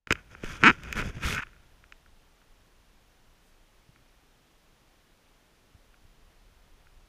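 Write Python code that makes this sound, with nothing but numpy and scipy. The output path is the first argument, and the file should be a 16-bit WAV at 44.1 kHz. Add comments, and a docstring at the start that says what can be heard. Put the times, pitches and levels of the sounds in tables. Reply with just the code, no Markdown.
"""A hand shifts its grip on a small camera in a still, snowy valley.
Fingers knock on the stiff housing and make it ring, the hand rubs past the microphone,
and the palm bumps the camera. One finger sticks and slips in a short creak.
Then only faint hiss, a low rumble of air, an odd tick and one very light brush remain."""
import sys
import numpy as np
from scipy import signal
from scipy.fft import rfft, irfft
from scipy.io import wavfile

SR = 44100
rng = np.random.default_rng(int(sys.argv[2]) if len(sys.argv) > 2 else 0)


def master_out(mix):
    """Clip the mix to full scale and print it as 16-bit PCM to the path in sys.argv[1]."""
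    frames = np.transpose(np.atleast_2d(mix))
    ceiling = np.clip(frames, -1, 1)
    pcm = np.round(ceiling * 32767).astype(np.int16)
    wavfile.write(sys.argv[1], SR, pcm)


N = 312228
TIME = np.arange(N) / SR

# The tone of the valley's hiss. Each row: frequency in Hz, relative level in dB.
HISS_TONE = [(59, -30.5), (100, -4), (355, -9), (394, -9), (668, -11), (1520, -14), (2220, -16),
             (3180, -16.5), (4460, -21), (5870, -21.5), (8230, -27.5), (10400, -26), (12600, -32),
             (14200, -26), (15500, -36)]
# The tone of the air's rumble. Each row: frequency in Hz, relative level in dB.
RUMBLE_TONE = [(8.8, -28.5), (15, 4), (27, 8), (70, -2.5), (102, -12.5), (200, -20), (260, -46.5),
               (440, -120)]
# Air over the microphone sinks to a lull and picks up. Each row: time in seconds, relative level in dB.
AIR_LEVELS = [(1.5, -57), (1.85, -60.5), (2.6, -62), (3.2, -63), (5.3, -68), (6.65, -58)]
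# The notes at which the housing rings. Each row: pitch in Hz, width in Hz, level in dB,
# sign at the microphone (-1 flips the wave).
HOUSING_NOTES = [(990, 340, -13, 1), (1379, 220, -2.5, 1), (1910, 319, -15, -1), (2240, 260, -6, -1),
                 (2496, 180, -3.5, 1), (2996, 360, -13, -1), (3852, 199, -24, 1), (4378, 1100, -30.5, 1),
                 (5040, 290, -23, 1), (6240, 980, -25.5, 1), (6960, 867, -29.5, 1), (8014, 220, -34.5, 1),
                 (10500, 1200, -42.5, 1), (13700, 600, -25.5, 1)]
# The slow give of the casing under a push. Each row: pitch in Hz, width in Hz, level in dB, sign.
CASING_NOTES = [(139, 276, 0, 1), (249, 340, 3.5, -1), (395, 150, 1.5, 1)]
# Fingers knock with some weight behind them.
# Each row: start in seconds, relative ring in dB, sharpness in Hz, relative push in dB.
FINGER_KNOCKS = [(0.0721, 2, 5970, -1), (0.1071, 22, 5600, 26), (0.1137, 15, 5800, 14.5),
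                 (0.1227, 19, 9100, 17.5), (0.1247, 23.5, 12100, 12.5), (0.35, -2, 1980, -0.5),
                 (0.4354, -2, 3400, 17.5), (0.6281, 15, 1550, 20), (1.0238, 9, 2480, 12),
                 (1.326, 10, 9000, 13.5)]
# Dry ticks of the housing alone. Each row: start in seconds, relative ring in dB, sharpness in Hz.
DRY_TICKS = [(0.1548, 1, 3220), (0.305, -15, 1950), (0.444, 5.5, 12200), (0.8351, 3, 15500),
             (0.9268, 15, 13800), (1.348, 13, 14000), (1.38, 10.5, 3000), (1.4340, 3.5, 2800),
             (1.4689, -9, 3500), (1.8397, -14, 3990), (1.9230, 0, 5500), (2.0613, -16, 2330),
             (2.4160, -17.5, 1806), (3.9600, -13.5, 2070), (5.942, -16, 2630), (6.8698, -14, 2040)]
# Strokes of the hand; the last is its light, lasting hold. Each row: start in seconds,
# length in seconds, then relative levels of friction, swish and pressure in dB.
HAND_STROKES = [(0.099, 0.1, -54.5, -68, -51.5), (0.312, 0.038, -56, -64, -51),
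                (0.439, 0.13, -44.5, -51, -44), (0.606, 0.13, -46, -54, -40.5),
                (0.835, 0.18, -46.5, -57, -42.5), (0.959, 0.057, -33.5, -46, -31),
                (1.027, 0.074, -45, -52, -36.5), (1.147, 0.041, -49, -58.5, -39.5),
                (1.235, 0.12, -33.5, -42, -33), (1.363, 0.035, -31.5, -49.5, -39),
                (1.419, 0.013, -36.5, -58, -62), (0.424, 0.87, -55, -65.5, -49)]
# The hand moves fastest in mid-stroke. Friction, swish and pressure lose this many dB at either end.
STROKE_END_DROP_DB = (2, 3, 3)
# The tone of the swish over the microphone's opening. Each row: frequency in Hz, relative level in dB.
SWISH_TONE = [(2500, -4), (3400, 8), (4100, -14.5), (4800, 0.5), (5600, -1), (6400, 1), (7300, -7),
              (8200, -13.5), (9500, -11.5), (15000, -25)]
# The tone of a firm stroke's high fizz. Each row: frequency in Hz, relative level in dB.
FIZZ_TONE = [(3000, 3.5), (4000, 0.5), (7000, -7), (9500, -7.5), (11500, -12.5), (13400, -10.5),
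             (15500, -22)]
# The deep tone of the hand's uneven pressing. Each row: frequency in Hz, relative level in dB.
PRESSURE_TONE = [(20, 4), (45, 6.5), (90, 5), (150, 0.5), (250, -6), (400, -9), (600, -13), (900, -27),
                 (1500, -46)]
# Soft bumps of the palm. Each row: start in seconds, relative level in dB, pitch in Hz.
PALM_BUMPS = [(0.1103, -26, 89), (0.447, -31.5, 21.82), (1.2498, -24.5, 62.4), (1.27, -26, 81),
              (3.891, -48.5, 130.5), (5.748, -47, 89.5), (6.051, -49.5, 102)]
# How fast the creaking finger slips. Each row: time in seconds, slips per second.
SLIP_SPEEDS = [(0.6362, 130), (0.6517, 225), (0.6637, 224), (0.6817, 344), (0.6867, 114), (0.6977, 281),
               (0.7107, 50), (0.7130, 50)]
# How hard it slips. Each row: time in seconds, relative force in dB.
SLIP_STRENGTHS = [(0.640, 30), (0.649, 23.5), (0.662, 29), (0.684, 27.5), (0.690, 24), (0.703, 24),
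                  (0.711, 17)]


def from_db(db):
    """Turn decibels into a number to multiply by."""
    return 10 ** (np.asarray(db) / 20)


def unit_power(x):
    """Scale a sound to an average power of 1."""
    return x / np.sqrt(np.mean(x ** 2) + 1e-20)


def curve(rows):
    """Join (time, value) points with straight lines."""
    return np.interp(TIME, *np.transpose(rows))


def low_pass(x, hz, order=2):
    """Soften the sound above hz."""
    return signal.sosfilt(signal.butter(order, min(hz, .45 * SR), fs=SR, output="sos"), x + 1e-18)


def high_pass(x, hz, order=2):
    """Thin out the sound below hz."""
    return signal.sosfilt(signal.butter(order, min(hz, .45 * SR), "high", fs=SR, output="sos"), x)


def noise(tone):
    """Noise of power 1, shaped by a tone table and fading beyond its ends."""
    hz, db = np.transpose(tone)
    freqs = np.maximum(np.arange(N // 2 + 1) * SR / N, 1)
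    ends = np.minimum(freqs / hz[0], 1) ** 2 * np.minimum(hz[-1] / freqs, 1) ** 2
    shape = from_db(np.interp(np.log(freqs), np.log(hz), db))
    return unit_power(irfft(rfft(rng.standard_normal(N)) * ends * shape, N))


def wobble(hz):
    """A random wobble of about size 1, mostly slower than hz."""
    return unit_power(low_pass(rng.standard_normal(N), hz))


def resonate(force, notes):
    """Let a force ring several fading notes at once."""
    out = np.zeros(N)
    for hz, width_hz, db, sign in notes:
        decay = np.exp(-np.pi * width_hz / SR)
        feedback = [1, -2 * decay * np.cos(2 * np.pi * hz / SR), decay ** 2]
        gain = sign * from_db(db) * (1 - decay ** 2) / 2
        out += gain * signal.lfilter([1, 0, -1], feedback, force + 1e-18)
    return out


def add(track, start_s, sound):
    """Lay a short sound into a track."""
    at = int(start_s * SR)
    track[at:at + len(sound)] += sound[:N - at]


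def valley_air(hiss_db=-65, gust_db=1.0, lift_db=0.5):
    """The valley hisses evenly while air rumbles over the microphone."""
    rumble = from_db(curve(AIR_LEVELS) + lift_db + gust_db * wobble(7)) * noise(RUMBLE_TONE)
    return from_db(hiss_db) * noise(HISS_TONE) + rumble


def housing(force, lowest_hz=850, gap_hz=10300):
    """The stiff housing rings; the microphone's opening cuts a gap in the treble."""
    ringing = high_pass(resonate(force, HOUSING_NOTES), lowest_hz, order=4)
    return signal.lfilter(*signal.iirnotch(gap_hz, Q=2.5, fs=SR), ringing)


def casing(force, highest_hz=720, gap_hz=600, gap_narrowness=1.0):
    """A push arrives as a dull knock, with a gap in pitch between it and the housing's ring."""
    gap = signal.iirnotch(gap_hz, gap_narrowness, fs=SR)
    return -low_pass(signal.lfilter(*gap, resonate(force, CASING_NOTES)), highest_hz)


def taps(scuff_db=-25, rise_s=.0007, fall_s=.002, lead_s=.006):
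    """Each knock or tick is a blow inside a brief scuff, and rings the housing."""
    t = TIME[:SR // 30] - lead_s
    blow = signal.unit_impulse(len(t), int(lead_s * SR))
    scuff = from_db(scuff_db) * np.exp(-np.maximum(t / fall_s, -t / rise_s))

    def contact(sharp_hz):
        """One touch: the sharper it is, the brighter and thinner it sounds."""
        touch = blow + scuff * rng.standard_normal(len(t))
        return high_pass(low_pass(touch, sharp_hz, order=3), 0.16 * sharp_hz)

    firm, light, push = np.zeros((3, N))
    for start_s, ring_db, sharp_hz, push_db in FINGER_KNOCKS + judder():
        add(firm, start_s - lead_s, from_db(ring_db) * contact(sharp_hz))
        add(push, start_s - lead_s, from_db(push_db) * blow)
    for start_s, ring_db, sharp_hz in DRY_TICKS + settling():
        add(light, start_s - lead_s, from_db(ring_db) * contact(sharp_hz))
    ticks = housing(light, lowest_hz=1200)   # with no weight behind it, a tick barely stirs the low note
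    thuds = casing(push, highest_hz=913.5, gap_hz=844, gap_narrowness=2.4)
    return housing(firm) + ticks + thuds


def strokes(rise_share=0.15, fade_share=0.23):
    """Friction, swish and pressure swell and fade with each stroke; the strongest stroke wins."""
    gains = np.zeros((3, N))
    for start_s, length_s, *levels_db in HAND_STROKES:
        progress = (TIME - start_s) / length_s
        fade = np.maximum(-progress / rise_share, (progress - 1) / fade_share)
        off_middle = (2 * np.clip(progress, 0, 1) - 1) ** 2
        db = np.array(levels_db)[:, None] - np.outer(STROKE_END_DROP_DB, off_middle)
        gains = np.maximum(gains, from_db(db) * np.exp(-np.clip(fade, 0, 20)))
    return gains


def rubbing(catches_per_s=1000, soft_hz=3600, squeaky_db=-29, fizz_boost_db=44):
    """Tiny catches of skin ring the housing as the hand swishes and presses over the microphone."""
    friction, swish, pressure = strokes()
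    catches = (rng.random(N) < catches_per_s / SR) * rng.choice([-1, 1], N)
    catches = catches * from_db(2 * wobble(150))
    scrape = unit_power(housing(low_pass(catches, soft_hz)))
    squeal = unit_power(housing(squeaks()))
    # the harder the friction, the more of it turns into squeaks
    squeak_share = np.clip(friction / from_db(squeaky_db), 0, .7)
    skin = np.sqrt(1 - squeak_share) * scrape + np.sqrt(squeak_share) * squeal
    sweep = swish * from_db(-1) * noise(SWISH_TONE)
    # fizz grows with the square of the swish, so only firm strokes have it
    fizz = swish ** 2 * from_db(fizz_boost_db) * noise(FIZZ_TONE)
    pressing = pressure * noise(PRESSURE_TONE)
    flicker = from_db(2.4 * wobble(200))
    return friction * skin + (sweep + fizz) * flicker + pressing


def squeaks(per_s=220, width_hz=110, uneven_db=1.5):
    """Small patches of skin let go and sing for an instant, each at one of twelve pitches."""
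    pitches_hz = np.geomspace(1130, 2750, 12)
    releases = (rng.random(N) < per_s / SR) * from_db(uneven_db * wobble(220))
    choice = rng.integers(0, len(pitches_hz), N)
    notes = (resonate(releases * (choice == k), [(hz, width_hz, 0, 1)])
             for k, hz in enumerate(pitches_hz))
    return unit_power(sum(notes))


def palm_bumps(fade_cycles=0.81, lift_db=3.5):
    """The palm sets the whole camera swinging for about one cycle."""
    out, t = np.zeros(N), TIME[:SR // 4]
    for start_s, db, hz in PALM_BUMPS:
        swing = np.sin(2 * np.pi * hz * t) * np.exp(-hz * t / fade_cycles)
        add(out, start_s, from_db(db + lift_db) * swing)
    return out


def creak(sharp_hz=3700, weak_hz=2400, skin_hz=8400, uneven_db=0.06):
    """A finger sticks and slips, speeds up, falters and stalls; strong slips sound sharper."""
    sliding = (TIME >= SLIP_SPEEDS[0][0]) & (TIME <= SLIP_SPEEDS[-1][0])
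    slips_so_far = np.ceil(np.cumsum(curve(SLIP_SPEEDS) * sliding) / SR)
    slips = np.flatnonzero(np.diff(slips_so_far))
    force_db = curve(SLIP_STRENGTHS)
    force = np.zeros(N)
    force[slips] = from_db(force_db + uneven_db * rng.standard_normal(N))[slips]
    hardness = from_db(force_db - force_db.max())
    contact = low_pass(force * hardness, sharp_hz) + low_pass(force * (1 - hardness), weak_hz)
    return housing(low_pass(contact, skin_hz, order=5)) + casing(force)


def judder(start_s=0.9679, gap_s=0.0097, count=5, ring_db=6.5, sharp_hz=3380, push_db=5, uneven_db=4):
    """A dragging finger judders: rows for a quick, even run of knocks, no two quite alike."""
    return [(start_s + k * gap_s, ring_db + extra_db, sharp_hz, push_db + extra_db)
            for k, extra_db in enumerate(uneven_db * rng.standard_normal(count))]


def settling(start_s=1.3, gap_s=0.038, count=8, ring_db=-15, sharp_hz=2400, uneven_db=5.5):
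    """The grip comes to rest: rows for faint, loosely spaced ticks of the housing."""
    return [(start_s + (k + 0.23 * late) * gap_s, ring_db + uneven_db * size, sharp_hz)
            for k, (late, size) in enumerate(rng.standard_normal((count, 2)))]


def brush(peak_s=3.47, swell_s=.06, peak_db=-75):
    """One very light, airy brush as the camera turns."""
    swell = np.exp(-((TIME - peak_s) / swell_s) ** 2)
    return from_db(peak_db) * swell * noise([(4500, 0.5), (11500, -2.5)])


def scene():
    """The handling, close and without echo, over the quiet valley, in one channel."""
    return (taps() + palm_bumps() + creak() + rubbing() + brush() + valley_air())[None]


def record(dry, silent_until_s=.07, muted_db=-30, ceiling=.88, cutoff_hz=15300):
    """The first moment is almost silent; peaks are rounded and the highest treble is cut."""
    gate = np.where(TIME < silent_until_s, from_db(muted_db), 1)
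    rounded = dry / (1 + (dry / ceiling) ** 6) ** (1 / 6)
    treble_cut = signal.ellip(10, .1, 80, cutoff_hz, fs=SR, output="sos")
    return signal.sosfilt(treble_cut, rounded * gate)


dry = scene()
out = record(dry)
master_out(out)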